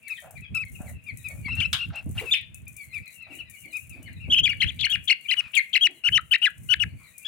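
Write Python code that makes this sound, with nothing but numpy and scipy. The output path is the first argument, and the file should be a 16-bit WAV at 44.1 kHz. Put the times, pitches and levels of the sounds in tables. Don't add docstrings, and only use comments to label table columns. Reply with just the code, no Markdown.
import sys
import numpy as np
from scipy import signal
from scipy.io import wavfile
from scipy.ndimage import uniform_filter1d, map_coordinates

SR = 44100
rng = np.random.default_rng(int(sys.argv[2]) if len(sys.argv) > 2 else 0)


def dump_mix(stems):
    frames = np.atleast_2d(stems).T
    limited = np.clip(frames, -1, 1)
    pcm = np.round(limited * 32767).astype(np.int16)
    wavfile.write(sys.argv[1], SR, pcm)


N = 320607
TIME_S = np.arange(N) / SR

# f/Hz, rms level/dB
VENT_HUM = [(489, -83), (586, -94.5), (641, -81.5), (1017, -102)]
# t/s, level/dB
FLOCK_ENVELOPE = [(0.0, -45.5), (0.6, -72.5), (1.0, -55), (1.6, -50), (2.1, -76), (2.36, -34), (2.6, -85),
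                  (2.9, -50), (3.2, -49), (3.9, -55), (4.45, -46), (5.2, -53), (5.95, -56), (6.4, -69),
                  (7.27, -47.5)]
# t/s, level/dB
CRACKLE_ENVELOPE = [(0.0, -72), (0.12, -54.5), (0.24, -57.5), (0.58, -71.5), (0.77, -56), (0.97, -60.5),
                    (1.54, -67), (1.64, -58.5), (1.98, -72), (2.17, -51.5), (2.61, -68), (2.79, -59),
                    (3.52, -58.5), (4.31, -59), (4.51, -62), (4.66, -63), (5.06, -59), (5.47, -63),
                    (6.5, -58.5), (7.27, -56)]
# t/s, level/dB
GRIT_TICKS = [(0.0818, -27.5), (0.3087, -31), (0.5486, -25.5), (0.6514, -38), (0.719, -39), (1.173, -30.5),
              (1.2846, -29), (1.553, -31.5), (1.6018, -49), (1.731, -20), (1.9583, -35.5), (2.0921, -44),
              (2.5443, -27), (2.6806, -30), (2.7656, -29.5), (3.078, -38), (3.4985, -32), (3.6256, -51),
              (3.7697, -30), (3.8946, -31), (4.0275, -38), (4.7441, -48.5), (4.899, -26), (5.21, -42),
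              (5.302, -33), (5.5518, -20.5), (7.1805, -28)]
# t/s, level/dB
RUMBLE_ENVELOPE = [(0.0, -72), (0.16, -71), (0.42, -39), (0.47, -60), (0.53, -30.5), (0.56, -46.5),
                   (0.97, -37.5), (1.03, -53.5), (1.62, -34.5), (1.84, -50.5), (1.88, -37), (2.0, -55),
                   (2.09, -29.5), (2.27, -53.5), (2.73, -46.5), (2.81, -59.5), (3.02, -46), (3.06, -68),
                   (3.52, -51.5), (3.56, -64.5), (4.27, -41.5), (4.84, -40.5), (4.88, -52), (5.0, -43.5),
                   (5.14, -81), (5.47, -53.5), (5.49, -73), (6.03, -80), (6.12, -39), (6.48, -78),
                   (6.6, -45), (6.94, -41.5), (7.15, -71.5), (7.27, -75)]
# t/s, level/dB
CASE_KNOCKS = [(0.534, -50), (0.622, -41), (0.804, -22), (1.459, -25), (1.866, -38), (2.063, -21),
               (2.098, -18.5), (4.288, -21.5)]
# t/s, length/s, start
# f/Hz, end f/Hz, level/dB
SOFT_CHEEPS = [(0.058, 0.035, 2430, 1790, -35), (0.093, 0.049, 2633, 2390, -23),
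               (0.16, 0.028, 3680, 3050, -41), (0.177, 0.018, 1984, 1850, -32.5),
               (0.352, 0.035, 2430, 1916, -38.5), (0.417, 0.04, 2660, 2290, -36),
               (0.434, 0.044, 3430, 3080, -49.5), (0.647, 0.039, 2240, 2040, -39),
               (0.746, 0.027, 2900, 2330, -40), (0.856, 0.041, 2394, 1815, -46),
               (1.061, 0.056, 2504, 2017, -29), (1.241, 0.041, 2573, 2350, -25.5),
               (1.29, 0.037, 2256, 2220, -38), (1.444, 0.048, 2295, 2085, -25),
               (1.565, 0.056, 2720, 2550, -21.5), (1.643, 0.025, 2610, 2710, -16),
               (2.254, 0.059, 2785, 2280, -26.5), (2.535, 0.028, 2594, 2506, -45),
               (2.667, 0.014, 2496, 2604, -34.5), (2.755, 0.092, 2445, 2130, -38),
               (2.925, 0.067, 2660, 2094, -25.5), (3.02, 0.061, 2610, 2310, -41.5),
               (3.193, .065, 2813, 2370, -40), (3.3, 0.051, 2770, 2370, -37.5),
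               (3.382, 0.043, 3034, 2500, -29.5), (3.515, .055, 2477, 2123, -45),
               (3.635, 0.034, 2405, 2140, -38.5), (3.725, 0.06, 2537, 2417, -24),
               (3.895, 0.053, 2758, 2197, -40.5), (4.057, 0.035, 2410, 1644, -38),
               (4.194, 0.076, 2824, 2120, -40.5), (5.248, 0.023, 2447, 2250, -30.5),
               (5.434, 0.035, 2700, 2300, -36.5), (6.183, 0.015, 1250, 1490, -12),
               (7.247, 0.037, 3294, 3640, -23)]
# t/s, length/s, level/dB, resonance f/Hz, hiss share/dB
CASE_SCUFFS = [(0.217, 0.16, -48.5, 666, -37), (0.786, .16, -49.5, 660, -41),
               (1.286, 0.14, -55.5, 587, -35), (1.481, 0.02, -42, 1020, -35),
               (1.548, 0.14, -60.5, 700, 10.5), (1.901, 0.019, -47, 1410, -30),
               (1.919, 0.12, -49, 720, -1.5), (2.058, 0.045, -44, 282, -39), (2.146, 0.18, -53.5, 750, 5),
               (2.199, 0.093, -40, 436, -11), (3.26, 0.11, -58, 670, -6), (3.285, .18, -54, 285, -34),
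               (3.646, 0.1, -54.5, 280, -34), (3.928, 0.24, -53.5, 271, -11.5),
               (4.271, 0.058, -42, 266, -36), (4.506, 0.14, -58, 208, -40), (5.345, 0.19, -67.5, 750, 18.5),
               (5.878, 0.13, -55, 317, -39), (6.992, 0.15, -65, 1188, -17)]
# t/s, length/s, break after/s, crest
# position/share of arch 1, arch 1 f/Hz, break f/Hz, # arch 2 f/Hz, end f/Hz, arch 1 level/dB, arch 2 level/dB,
# screech/0-1, rasp/dB, barn send/dB
NEAR_PEEPS = [(0.542, .1, 0.045, 0.29, 2660, 2440, 2620, 2030, -21, -26, 0.01, -6.5, -21),
              (1.599, 0.047, 0.02, 0.2, 3050, 2328, 3030, 2410, -19.5, -19.5, 0.71, -8, -17),
              (2.175, 0.036, 0.023, 0.29, 2920, 2020, 2340, 2170, -23.5, -31, 0.99, -32, -8),
              (2.309, 0.041, 0.036, 0.43, 3618, 2513, 2690, 2250, -14, -15.5, 0, -33.5, -3.5),
              (4.298, .051, .027, 0.7, 3363, 2880, 3074, 2460, -17, -11, 0.05, -25.5, -5.5),
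              (4.359, 0.049, .029, 0.74, 3210, 2560, 3170, 2610, -14, -11.5, .1, -32, -18),
              (4.43, 0.052, 0.034, 0.56, 3400, 2437, 2360, 1860, -12.5, -15, 0, -40, -14.5),
              (4.486, 0.049, .027, 0.44, 2880, 2254, 2360, 1770, -17.5, -23, 0, -14, -12),
              (4.601, 0.045, .024, .42, 3250, 2026, 2987, 1720, -16, -14.5, .3, -21, -12.5),
              (4.66, .049, 0.018, 0.28, 3270, 2870, 3465, 1890, -32, -24, .3, -17, -22),
              (4.788, 0.083, 0.06, 0.51, 3385, 2140, 2976, 1620, -20.5, -16, 0.84, -33, -11),
              (4.892, 0.068, 0.037, 0.89, 3346, 2740, 2947, 1630, -18.5, -16.5, 0.28, -16.5, -12),
              (5.073, .058, 0.031, 0.33, 3340, 2150, 2870, 1830, -17.5, -10.5, 0.6, -38, -14.5),
              (5.282, 0.061, 0.035, 0.39, 3124, 2020, 2980, 1940, -18.5, -15.5, .1, -25, -18.5),
              (5.364, 0.046, 0.019, 0.43, 2957, 2905, 2895, 2110, -24.5, -15.5, 0.34, -32, -21.5),
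              (5.533, 0.065, 0.037, 0.57, 3145, 2440, 2180, 1960, -21, -10.5, 1, -23, -9),
              (5.728, 0.052, .031, .35, 3220, 2040, 2886, 1710, -16.5, -11.5, 0.33, -43, -18.5),
              (5.807, .068, .038, 0.72, 3310, 2830, 2923, 1713, -11.5, -11, 0, -36, -20),
              (6.036, .057, .028, 0.68, 2908, 2680, 3004, 1410, -16, -13.5, 0, -8.5, -20.5),
              (6.118, 0.065, 0.039, 0.62, 3125, 2780, 3016, 1250, -14, -11, 0.12, -25, -23.5),
              (6.309, .054, .035, 0.42, 3070, 1870, 2760, 1490, -11.5, -12.5, 0.01, -14, -19.5),
              (6.415, 0.069, 0.048, 0.62, 2970, 1956, 1682, 1343, -12, -14.5, 0.2, -17.5, -19),
              (6.687, .058, 0.028, 0.63, 3006, 2803, 3037, 1320, -17, -11, 0, -7, -20.5),
              (6.793, 0.049, 0.012, 0.092, 3250, 2744, 2910, 1400, -28.5, -15.5, 0.33, -17, -20.5)]
# t/s, left over right at 2800 Hz/dB
PEEP_BEARING = [(0.55, 9), (1.6, 9.5), (2.3, 4), (4.33, 1.5), (4.45, 11), (5.3, 12), (5.6, 22), (5.8, 8.5),
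                (6.4, 10.5), (6.75, 16)]
# t/s, length/s, f/Hz, level/dB
PLEASURE_TRILLS = [(1.479, 0.089, 2777, -26.5), (1.787, 0.073, 2860, -25), (1.945, .066, 2790, -30.5)]
# f/Hz, level/dB
AIR_SPECTRUM = [(24, -37.5), (40, -10.5), (166, 3.5), (401, -19.5), (1410, -17.5), (2440, -7), (3130, -22),
                (6000, -67), (7800, -61), (13200, -120)]
GRIT_SPECTRUM = [(500, -25), (3000, 20), (5500, -17), (7300, 25), (10500, 10), (13000, 10), (16000, -2.5)]
RUMBLE_SPECTRUM = [(25, -50.5), (45, -14.5), (70, 10), (100, 10), (160, 2), (250, -8.5), (400, -66),
                   (800, -96)]
SLAP_SPECTRUM = [(400, -46), (700, -30), (1000, -3), (2200, -8), (3400, 4), (5000, -11.5), (9000, -8),
                 (15000, -73)]
# f/Hz, gain/dB
THROAT_RESPONSE = [(1200, 28), (2000, 11), (3000, 8), (4000, 12.5), (5200, -10), (6300, -10.5),
                   (7500, -7.5), (9300, -14.5), (12500, -21), (15500, -34.5)]

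CUTOFF_HZ = 16300


def from_db(db):
    return 10 ** (np.asarray(db) / 20)


def unit_rms(x):
    return x / np.sqrt(np.mean(x ** 2) + 1e-20)


def envelope(rows):
    return from_db(np.interp(TIME_S, *np.transpose(rows)))


def db_at(spectrum, hz):
    freqs_hz, levels_db = np.transpose(spectrum)
    return np.interp(np.log(hz), np.log(freqs_hz), levels_db)


def band(x, low_hz, high_hz):
    sos = signal.butter(2, [low_hz, min(high_hz, .48 * SR)], "band", fs=SR, output="sos")
    return signal.sosfilt(sos, x + 1e-18)


def high_pass(x, edge_hz):
    return signal.sosfilt(signal.butter(6, edge_hz, "high", fs=SR, output="sos"), x + 1e-18)


def wander(rate_hz, size):
    at = np.arange(size) * rate_hz / SR
    return map_coordinates(rng.standard_normal(int(at[-1]) + 2), [at], order=3, mode="nearest")


def pan(left_db):
    gains = from_db(np.atleast_1d(left_db) / 2 * [[1], [-1]])
    return gains / np.sqrt(np.mean(gains ** 2, axis=0))


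def noise(spectrum, correlation, size=N):
    out, edges_hz = 0, 22 * 2 ** (np.arange(20) / 2)
    white = rng.standard_normal((2, 2, size))
    for k, (low, high) in enumerate(zip(edges_hz, edges_hz[1:])):
        if low < spectrum[-1][0] and high > spectrum[0][0] / 2:
            out = out + from_db(db_at(spectrum, np.sqrt(low * high))) * band(white[k % 2], low, high)
    mid, side = out
    return unit_rms(np.sqrt(1 + correlation) * mid + np.sqrt(1 - correlation) * side * [[1], [-1]])


def decays(rows, t60_s):
    kicks = np.zeros(N)
    for at_s, db in rows:
        kicks[int(at_s * SR)] += from_db(db)
    return signal.lfilter([1], [1, -from_db(-60 / (t60_s * SR))], kicks + 1e-18)


def add(track, at_s, sound):
    start = max(int(at_s * SR), 0)
    part = track[:, start:start + sound.shape[1]]
    part += sound[:, :part.shape[1]]


def barn_air():
    hum = sum(from_db(db) * np.sqrt(2) * np.sin(2 * np.pi * hz * TIME_S + wander(1.9, N))
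              for hz, db in VENT_HUM)
    return hum + from_db(-64) * noise(AIR_SPECTRUM, 0.21)


def syrinx(pitch_hz, amplitude, rasp_db, overtone_db, slope_db_per_oct=-11, buzz=1.35):
    size = len(pitch_hz)
    slip = np.minimum(abs(np.gradient(np.log(pitch_hz))) * SR / 60, 1.5)
    strain = np.clip((pitch_hz - 3250) / 300, 0, 1)
    jitter = (0.0048 + 0.08 * slip) * wander(913, size)
    phase = 2 * np.pi * np.cumsum(pitch_hz * (1 + jitter)) / SR
    tone = np.sin(phase)
    for k in range(2, 7):
        throat_db = db_at(THROAT_RESPONSE, k * pitch_hz) - db_at(THROAT_RESPONSE, pitch_hz)
        gain_db = overtone_db + slope_db_per_oct * np.log2(k / 2) + throat_db + 6.1 * wander(101, size)
        tone += from_db(gain_db) * np.sin(k * phase) * (k * pitch_hz < CUTOFF_HZ)
    half_pitch = 0.47 * np.sin(phase / 2 + wander(200, size)) * (1 + buzz * np.cos(phase))
    roughness = (0.33 * from_db(rasp_db) + 0.23 * strain) * wander(700, size)
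    roughness += 0.13 * slip * wander(2500, size)
    return amplitude * (tone * (1 + roughness) + from_db(rasp_db) * half_pitch)


def cheep(length_s, crest_share, start_hz, end_hz, rasp_db, overtone_db):
    u = np.linspace(0, 1, max(int(length_s * SR), 200))
    glide_hz = start_hz + (end_hz - start_hz) * u ** 1.52
    pitch_hz = glide_hz * (1 - 0.063 * (2 * u - 1) ** 4 + 0.02085 * wander(113, len(u)))
    amplitude = np.interp(u, [0, crest_share, 1], [0, 1, 0]) ** 0.68
    return syrinx(pitch_hz, amplitude, rasp_db, overtone_db)


def barn_echo(x, t60_s=0.36, early_s=0.022, early_gain=3.2):
    t = np.arange(int(.7 * SR)) / SR
    decay = (from_db(-60 * t / t60_s) + early_gain * np.exp(-t / early_s)) * (t > .002)
    response = band(rng.standard_normal((2, len(t))), 400, 3900) * decay
    response /= np.sqrt(np.sum(decay ** 2))
    return signal.fftconvolve(x.mean(axis=0)[None], response, axes=1)[:, :N]


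def far_flock(count=140, centre_hz=2500, fall_ratio=.86, direct_gain=0.38):
    out = np.zeros((2, N))
    for k, (offset, stretch, detune, side) in enumerate(rng.uniform(-0.91, 1, (count, 4))):
        hz = centre_hz * (1 + 0.22 * detune)
        note = cheep(0.093 + 0.03 * stretch, 0.39, hz, hz * fall_ratio, rasp_db=-18.5, overtone_db=-9.5)
        add(out, (k + offset) * TIME_S[-1] / count, note * pan(8 * side))
    return unit_rms(band(direct_gain * out + barn_echo(out), 2080, 4440))


def litter(grain_count=90):
    ticks = from_db(-8) * decays(GRIT_TICKS, t60_s=0.019)
    crumble = from_db(-21) * decays(GRIT_TICKS, t60_s=0.23)
    grains = decays([(share * TIME_S[-1], 0) for share in rng.random(grain_count)], t60_s=0.035)
    crackle = from_db(-3) * envelope(CRACKLE_ENVELOPE) * (from_db(6.47 * wander(19, N)) + 3.5 * grains)
    flicker = from_db(2 * wander(640, N))
    grit = (ticks + crumble + crackle) * flicker * noise(GRIT_SPECTRUM, .15) * pan(12.2)
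    return high_pass(grit, 6500) + from_db(-28.5) * grit


def handling():
    lumpy_noise = unit_rms(noise(RUMBLE_SPECTRUM, 0) * from_db(4 * wander(35, N)))
    rumble = from_db(2.5) * envelope(RUMBLE_ENVELOPE) * lumpy_noise
    knocks = from_db(9.5) * decays(CASE_KNOCKS, t60_s=0.0063)
    return rumble + np.array([band(knocks, 60, 181), band(knocks, 134, 247)])


def beak(x):
    return high_pass(high_pass(x, edge_hz=1020), edge_hz=1550)


def soft_cheeps():
    direct, send = np.zeros((2, 2, N))
    mean_db = np.mean(SOFT_CHEEPS, axis=0)[-1]
    sides = rng.standard_normal(len(SOFT_CHEEPS))
    for (at_s, length_s, start_hz, end_hz, db), side in zip(SOFT_CHEEPS, sides):
        note = cheep(length_s, 0.6, start_hz, end_hz, rasp_db=-17, overtone_db=-17.5)
        add(direct, at_s, note * from_db(db) * pan(11 + 2 * side))
        add(send, at_s, note * from_db(-37 + 0.4 * (db - mean_db)) * pan(0))
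    return beak(direct), beak(send)


def scuffs(edge_ratio=1.175):
    out = np.zeros((2, N))
    for at_s, length_s, db, hz, hiss_db in CASE_SCUFFS:
        u = np.linspace(0, 1, int(length_s * SR))
        friction = rng.standard_normal(len(u)) + .5 * rng.standard_normal((2, len(u)))
        friction *= from_db(2 * wander(225.3, len(u)))
        lower, upper = (unit_rms(band(friction, f / edge_ratio, f * edge_ratio))
                        for f in (hz, 2.166 * hz))
        hiss = from_db(hiss_db) * unit_rms(band(band(friction, 610, 2800), 1200, 6000))
        amplitude = from_db(db) * np.interp(u, [0, .15, 1], [0, 1, .1])
        add(out, at_s, amplitude * (lower + from_db(-9) * upper + hiss))
    return out


def arch(t, start_s, crest_s, end_s, start_hz, top_hz, end_hz):
    rise = np.clip((crest_s - t) / max(crest_s - start_s, 1e-4), 0, 1) ** 2.1
    fall = np.clip((t - crest_s) / max(end_s - crest_s, 1e-4), 0, 1) ** 2.2
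    return top_hz + (start_hz - top_hz) * rise + (end_hz - top_hz) * fall


def near_peeps(attack_s=0.0056, surge_s=0.0057, release_s=0.0013, inertia_s=0.001, port_lag_s=6e-5):
    direct, send = np.zeros((2, 2, N))
    for (at_s, length_s, break_s, crest_share, first_hz, break_hz, second_hz, end_hz,
         first_db, second_db, screech, rasp_db, send_db) in NEAR_PEEPS:
        t = np.arange(0, length_s, 1 / SR)
        crest1_s, crest2_s = crest_share * break_s, break_s + 0.429 * (length_s - break_s)
        linger_s = 2.5e-6 * (first_hz - break_hz)
        down_s, up_s = break_s - linger_s, break_s + linger_s
        arch1_hz = arch(t, 0, crest1_s, down_s, .88 * first_hz, first_hz, break_hz)
        arch2_hz = arch(t, up_s, crest2_s, length_s, break_hz, second_hz, end_hz)
        pitch_hz = uniform_filter1d(np.where(t < break_s, arch1_hz, arch2_hz), int(inertia_s * SR))
        jitter = 0.091 * screech * np.clip(1 - t / break_s, 0, 1) * wander(900, len(t))
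        surge_at_s = down_s - surge_s
        db = np.interp(t, [0, min(crest1_s, surge_at_s), surge_at_s, down_s, crest2_s, length_s],
                       [first_db - 8, first_db, first_db, second_db - 2, second_db, second_db - 6])
        amplitude = from_db(db) * np.minimum(1, np.minimum(t / attack_s, (length_s - t) / release_s))
        overtone_db = -9 + 0.46 * (db - db.max())
        call = syrinx(pitch_hz * np.exp(jitter), amplitude, rasp_db - 8 * t / length_s, overtone_db,
                      slope_db_per_oct=-2, buzz=0.39)
        ports = np.array([call, np.interp(t - port_lag_s, t, call)])
        left_db = np.interp(at_s, *np.transpose(PEEP_BEARING)) * pitch_hz / 2800
        add(direct, at_s, ports * pan(left_db))
        add(send, at_s, ports * from_db(send_db))
    return beak(direct), beak(send)


def trills(arch_count=3):
    out = np.zeros((2, N))
    for at_s, length_s, hz, db in PLEASURE_TRILLS:
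        u = np.linspace(0, 1, int(length_s * SR))
        bounce = 0.08 * (1 - abs(np.sin(np.pi * arch_count * u)))
        bow = 0.0646 * (2 * u - 1) ** 2
        amplitude = from_db(db) * (4 * u * (1 - u)) ** 0.75
        note = syrinx(hz * (1 - bounce - bow), amplitude, rasp_db=-16, overtone_db=-15.5)
        add(out, at_s, note * pan(6.6))
    return beak(out)


def hand_slap(at_s=1.7295, crack_t60_s=0.056, tail_t60_s=0.13):
    out, t = np.zeros((2, N)), np.arange(SR // 2) / SR
    decay = from_db(-60 * t / crack_t60_s) + from_db(-13 - 60 * t / tail_t60_s)
    crunch = from_db(1.5 * wander(650, len(t)))
    add(out, at_s, from_db(-19.5) * decay * crunch * noise(SLAP_SPECTRUM, 0.26, len(t)) * pan(3))
    return out


def scene():
    peeps, peep_send = near_peeps()
    cheeps, cheep_send = soft_cheeps()
    trill, slap = trills(), hand_slap()
    send = from_db(4) * peep_send + cheep_send + from_db(-16.5) * trill + from_db(5) * slap
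    echo = barn_echo(send) * pan(7.3)
    flock = from_db(-2) * envelope(FLOCK_ENVELOPE) * far_flock() * pan(9.5)
    chicks = peeps + trill + from_db(-1.5) * cheeps + flock
    return chicks + slap + echo + litter() + handling() + scuffs() + barn_air()


def record(dry):
    return signal.sosfilt(signal.ellip(10, .1, 90, CUTOFF_HZ, fs=SR, output="sos"), dry)


dry = scene()
out = record(dry)
dump_mix(out)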